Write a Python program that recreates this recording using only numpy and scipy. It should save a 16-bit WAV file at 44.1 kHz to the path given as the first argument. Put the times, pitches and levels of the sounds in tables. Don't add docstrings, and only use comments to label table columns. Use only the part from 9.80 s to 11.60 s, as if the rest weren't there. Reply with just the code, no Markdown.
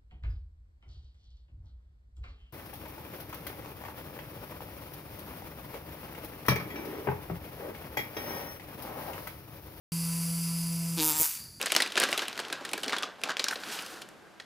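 import sys
import numpy as np
from scipy import signal
from scipy.fft import rfft, irfft
from scipy.io import wavfile
from scipy.ndimage import map_coordinates

SR = 44100
rng = np.random.default_rng(int(sys.argv[2]) if len(sys.argv) > 2 else 0)


def transcribe(u):
    v = np.clip(np.atleast_2d(u).T, -1, 1)
    q = np.round(v * 32767).astype(np.int16)
    wavfile.write(sys.argv[1], SR, q)


N = 79380
TIME = np.arange(N) / SR


# time in seconds, level of the fundamental in dB.
HUM_LEVEL = [(.12, -33), (.6, -33), (1.0, -33), (1.165, -33.5), (1.2, -53), (1.26, -66), (1.34, -50),
             (1.5, -96)]
# multiple of the turning rate, level in dB before damping.
OVERTONES = [(2, -60.5), (3, -63.5), (4, -62.5), (5, -87), (6, -59.5), (7, -68.5), (8, -65.5), (9, -71.5),
             (12, -68), (14, -78), (16, -63.5), (20, -72), (23, -75)]
# time in seconds, gain of the overtones in dB.
GRIP_DAMPING = [(1.16, -1.5), (1.26, 1), (1.45, -31)]

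def rotor_hum(turns):
    fundamental = np.sqrt(2) * from_db(in_time(HUM_LEVEL)[0]) * np.cos(2 * np.pi * turns)
    return fundamental + from_db(in_time(GRIP_DAMPING)[0]) * partials(OVERTONES, turns, waver_db=2.5)


# multiple of the turning rate, relative level in dB.
WHINE_LINES = [(26, -66.5), (27, -54), (28, -54.5), (29, -55), (59, -52), (60, -54), (61, -47), (63, -53),
               (69, -56)]
# time in seconds, level of the whine's 30th harmonic in dB.
WHINE_PEAK = [(.12, -56), (.25, -51), (.5, -55.5), (.65, -47), (.9, -48.5), (1.15, -53), (1.25, -54),
              (1.45, -82)]
# time in seconds, level of the hiss in dB, gain of the whine lines in dB.
BRUSH_LEVELS = [(.12, -37.5, 0.5), (.35, -37.5, -0.5), (.65, -38, 0), (.9, -40, -1), (1.15, -39, -12),
                (1.3, -38, -11), (1.5, -40, -42.5), (1.62, -51.5, -41), (1.72, -59, -48)]
# frequency in Hz, relative level in dB.
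SPARK_COLOUR = [(100, -3.5), (300, -7), (650, -12), (950, -4.5), (1200, -7.5), (1900, -11.5), (2150, -4.5),
                (2800, -3.5), (3300, -10.5), (4200, -9.5), (5500, -2), (5850, 0), (6800, -3), (7600, 1),
                (9500, 2.5), (11500, 0.5), (13000, 1), (13800, -5.5), (15200, -0.5)]

def brushes(turns, segments=6, depth=.23):
    hiss_gain, whine_gain = from_db(in_time(BRUSH_LEVELS))
    jittered_turns = turns + .0029 * drift(61.3)
    whine = whine_gain * partials(WHINE_LINES, jittered_turns, waver_db=1.5)
    whine += from_db(in_time(WHINE_PEAK)[0]) * partials([(30, 0)], turns, waver_db=2.5)
    angle = 2 * np.pi * turns
    contact = (1 + depth * np.cos(segments * angle)) * (1 + depth * np.cos(2 * angle))
    sparks = rms_one(rng.standard_normal(N) * contact * from_db(1.5 * drift(1500)))
    scrape = rng.standard_normal(N) * contact * (1 + depth * np.cos(angle))
    return whine + hiss_gain * (coloured(sparks, SPARK_COLOUR) + from_db(-11) * motor_can(scrape))


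# frequency in Hz, nominal bandwidth in Hz, relative level in dB.
CAN_MODES = [(4755, 57, 1), (4846, 123, -2), (10230, 340, 1.5)]

def motor_can(scrape):
    return rms_one(sum(from_db(db) * resonate(resonate(scrape, hz, 2 * width), hz, 2 * width)
                       for hz, width, db in CAN_MODES))


def catches(turns, loose_s=1.465):
    times = TIME[1:][np.diff(np.floor(turns)) > 0]
    timing, strength = rng.standard_normal((len(times), 2)).T
    times = times + timing * np.where(times > loose_s, .003, .000015)
    clicks = np.zeros(N)
    clicks[np.clip(np.round(times * SR).astype(int), 0, N - 1)] = from_db(.7 * strength)
    return rms_one(clicks)


# time in seconds, then relative levels of tick, clack, ring and thump in dB.
CATCH_LEVELS = [(1.16, -52, -50, -63, -60), (1.178, -47, -40, -38, -35.5), (1.197, -42, -31.5, -48, -32.5),
                (1.226, -31, -37, -38, -35.5), (1.255, -26, -40, -42, -38), (1.3, -27.5, -38, -38, -41.5),
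                (1.322, -29.5, -37.5, -39.5, -42.5), (1.332, -41, -44, -41.5, -50.5),
                (1.368, -35.5, -43.5, -42, -49), (1.412, -22, -49.5, -43.5, -48),
                (1.442, -28, -36.5, -43.5, -56), (1.47, -35.5, -61, -51, -76), (1.51, -42, -54, -63, -75),
                (1.56, -47, -53, -74, -80), (1.66, -62.5, -71, -84, -86)]
# frequency in Hz, relative level in dB.
TICK_COLOUR = [(3000, -35), (5000, -12.5), (6300, -4), (7200, -4), (8300, -3.5), (10000, 1), (11700, 2.5),
               (13200, 3), (15300, 1), (18000, 0.5)]
CLACK_COLOUR = [(700, -24), (1600, -2), (2000, -9.5), (2550, 2), (3100, -4.5), (3600, 3), (4150, 0),
                (4700, 4.5), (5600, -2.5), (8000, -7.5), (15000, -68)]
RING_COLOUR = [(350, -48), (620, -14), (780, -6), (940, 3.5), (1090, -8), (1260, -2), (1420, -4.5),
               (1800, -9), (5000, -72)]
THUMP_COLOUR = [(40, -20), (155, -2), (230, 8), (310, 7.5), (390, -0.5), (470, -1), (625, -15.5),
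                (900, -36), (3000, -24.5)]

def finger_buzz(turns, skid_s=.002):
    touch = np.interp(TIME, [1.16, 1.175, 1.6, 1.7], [0, 1, 1, 0])
    tick, clack, ring, thump = touch * from_db(in_time(CATCH_LEVELS))
    clicks = catches(turns)
    grains = rms_one(rng.standard_normal(N) * from_db(3.5 * drift(1200)))
    skid_envelope = signal.lfilter([1], [1, -np.exp(-1 / (skid_s * SR))], clicks + 1e-18)
    skids = rms_one(rng.standard_normal(N) * skid_envelope)
    bright = from_db(.5) * coloured(tick * (clicks + from_db(-3.5) * skids), TICK_COLOUR)
    bright += coloured(clack * (clicks + from_db(-7) * skids), CLACK_COLOUR)
    bright += skin_rub(touch * grains)
    body = from_db(-1) * coloured(ring * (clicks + from_db(-10) * grains), RING_COLOUR)
    body += from_db(.5) * coloured(thump * clicks, THUMP_COLOUR)
    return body + knock(clicks) + squeak() + room(bright)


# time in seconds, level of the rubbing at full touch in dB.
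RUB_LEVEL = [(1.17, -50), (1.22, -33), (1.28, -61), (1.32, -39), (1.37, -34.5), (1.41, -30.5), (1.44, -29),
             (1.48, -35), (1.53, -39), (1.57, -43), (1.62, -54), (1.7, -72)]
# time in seconds, level of the impulse in dB before filtering.
GRIP_SLIPS = [(1.64, -26), (1.726, -41)]
# frequency in Hz, relative level in dB.
RUB_COLOUR = [(200, -32), (600, -36), (950, -6), (1350, -4), (1800, -4.5), (2500, -3), (3300, -6.5),
              (4700, -3), (6500, 1), (8000, 2.5), (10000, -1.5), (13000, 1), (15000, 3)]

def skin_rub(grains):
    rub = from_db(in_time(RUB_LEVEL)[0]) * grains
    for s, db in GRIP_SLIPS:
        rub[int(s * SR)] += from_db(db)
    return coloured(rub, RUB_COLOUR)


# frequency in Hz, relative level in dB.
KNOCK_COLOUR = [(30, -12), (80, 2), (160, -3), (320, -6), (470, -4.5), (630, -9), (850, -47), (2500, -22.5)]

def knock(clicks, start_s=1.397, length_s=.025):
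    pushing = (TIME > start_s) * (TIME < start_s + length_s)
    return from_db(-39) * coloured(pushing * clicks, KNOCK_COLOUR)


def squeak(hz=7525, wander_hz=14):
    phase = 2 * np.pi * np.cumsum(hz + wander_hz * drift(80)) / SR
    return from_db(-40.5 + 2.3 * drift(43)) * bell(1.35, .052) * np.sqrt(2) * np.sin(phase)


# time in seconds, level in dB.
RUMBLE_LEVEL = [(.12, -57), (1.15, -56), (1.42, -59), (1.46, -74), (1.535, -66), (1.57, -59), (1.65, -53.5),
                (1.72, -57.5), (1.8, -56)]
# frequency in Hz, relative level in dB.
RUMBLE_COLOUR = [(20, -29), (40, -21), (60, -3), (140, 3), (230, -7), (310, -8.5), (400, -16.5), (700, -22),
                 (2000, -54)]

def rumble():
    return from_db(in_time(RUMBLE_LEVEL)[0]) * coloured(rng.standard_normal(N), RUMBLE_COLOUR)


# frequency in Hz, relative level in dB.
IDLE_COLOUR = [(300, -5), (800, -2), (1900, 1), (3200, -15.5), (4100, -2), (4400, 13.5), (4700, 22),
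               (4980, 12), (5200, 4), (7000, 4), (9950, -12), (10200, 17.5), (10450, 15), (10800, -13),
               (12500, -8), (15000, -6)]

def idle_hiss():
    level_db = -53.5 + 6.5 * bell(1.605, .068)
    return from_db(level_db) * coloured(rng.standard_normal(N), IDLE_COLOUR)


def room(x, t60_s=.59, tail_db=-11):
    tail = rng.standard_normal(N) * from_db(-60 * TIME / t60_s) * (TIME > .003)
    return x + from_db(tail_db) * signal.fftconvolve(x, tail / np.linalg.norm(tail))[:N]


def partials(table, turns, waver_db):
    return sum(np.sqrt(2) * from_db(db + waver_db * drift(14.21))
               * np.sin(2 * np.pi * (multiple * turns + rng.random())) for multiple, db in table)


def coloured(x, colour, size=8192):
    hz, db = np.transpose(colour)
    gain = from_db(np.interp(np.log(np.fft.rfftfreq(size, 1 / SR) + 1), np.log(hz), db))
    cepstrum = irfft(np.log(gain))
    cepstrum[1:size // 2] *= 2
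    cepstrum[size // 2 + 1:] = 0
    response = irfft(np.exp(rfft(cepstrum)))
    return signal.fftconvolve(x, response / np.linalg.norm(response))[:N]


def resonate(x, hz, width_hz):
    r = np.exp(-np.pi * width_hz / SR)
    feedback = [1, -2 * r * np.cos(2 * np.pi * hz / SR), r * r]
    return signal.lfilter(np.array([1, 0, -1]) * (1 - r * r) / 2, feedback, x)


def drift(rate_hz):
    return rms_one(map_coordinates(rng.standard_normal(N), [TIME * rate_hz + 5], order=3))


def bell(centre_s, half_width_s):
    return np.exp(-((TIME - centre_s) / half_width_s) ** 2)


def in_time(rows):
    s, *columns = np.transpose(rows)
    return [np.interp(TIME, s, c) for c in columns]


def from_db(db):
    return 10 ** (np.asarray(db) / 20)


def rms_one(x):
    return x / np.sqrt(np.mean(x ** 2) + 1e-20)


# time in seconds, turning rate in turns per second.
SHAFT_SPEED = [(.12, 167.6), (.35, 167.8), (.62, 168.2), (.9, 167.8), (1.184, 167.3), (1.208, 153.5),
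               (1.24, 157.3), (1.3, 156.6), (1.328, 148.5), (1.362, 158), (1.382, 154.8), (1.405, 157.6),
               (1.46, 157), (1.57, 136), (1.8, 110)]

def scene(catch_s=1.2578):
    turns = np.cumsum(in_time(SHAFT_SPEED)[0]) / SR
    turns -= np.interp(catch_s, TIME, turns)
    mix = rotor_hum(turns) + brushes(turns) + finger_buzz(turns) + rumble() + idle_hiss()
    return np.tile(mix, (2, 1))


def record(dry, start_s=.12, cutoff_hz=15450):
    low_pass = signal.firwin(301, cutoff_hz, window=("kaiser", 8), fs=SR)
    return signal.fftconvolve(dry * (TIME >= start_s), low_pass[None], mode="same", axes=1)


dry = scene()
out = record(dry)
transcribe(out)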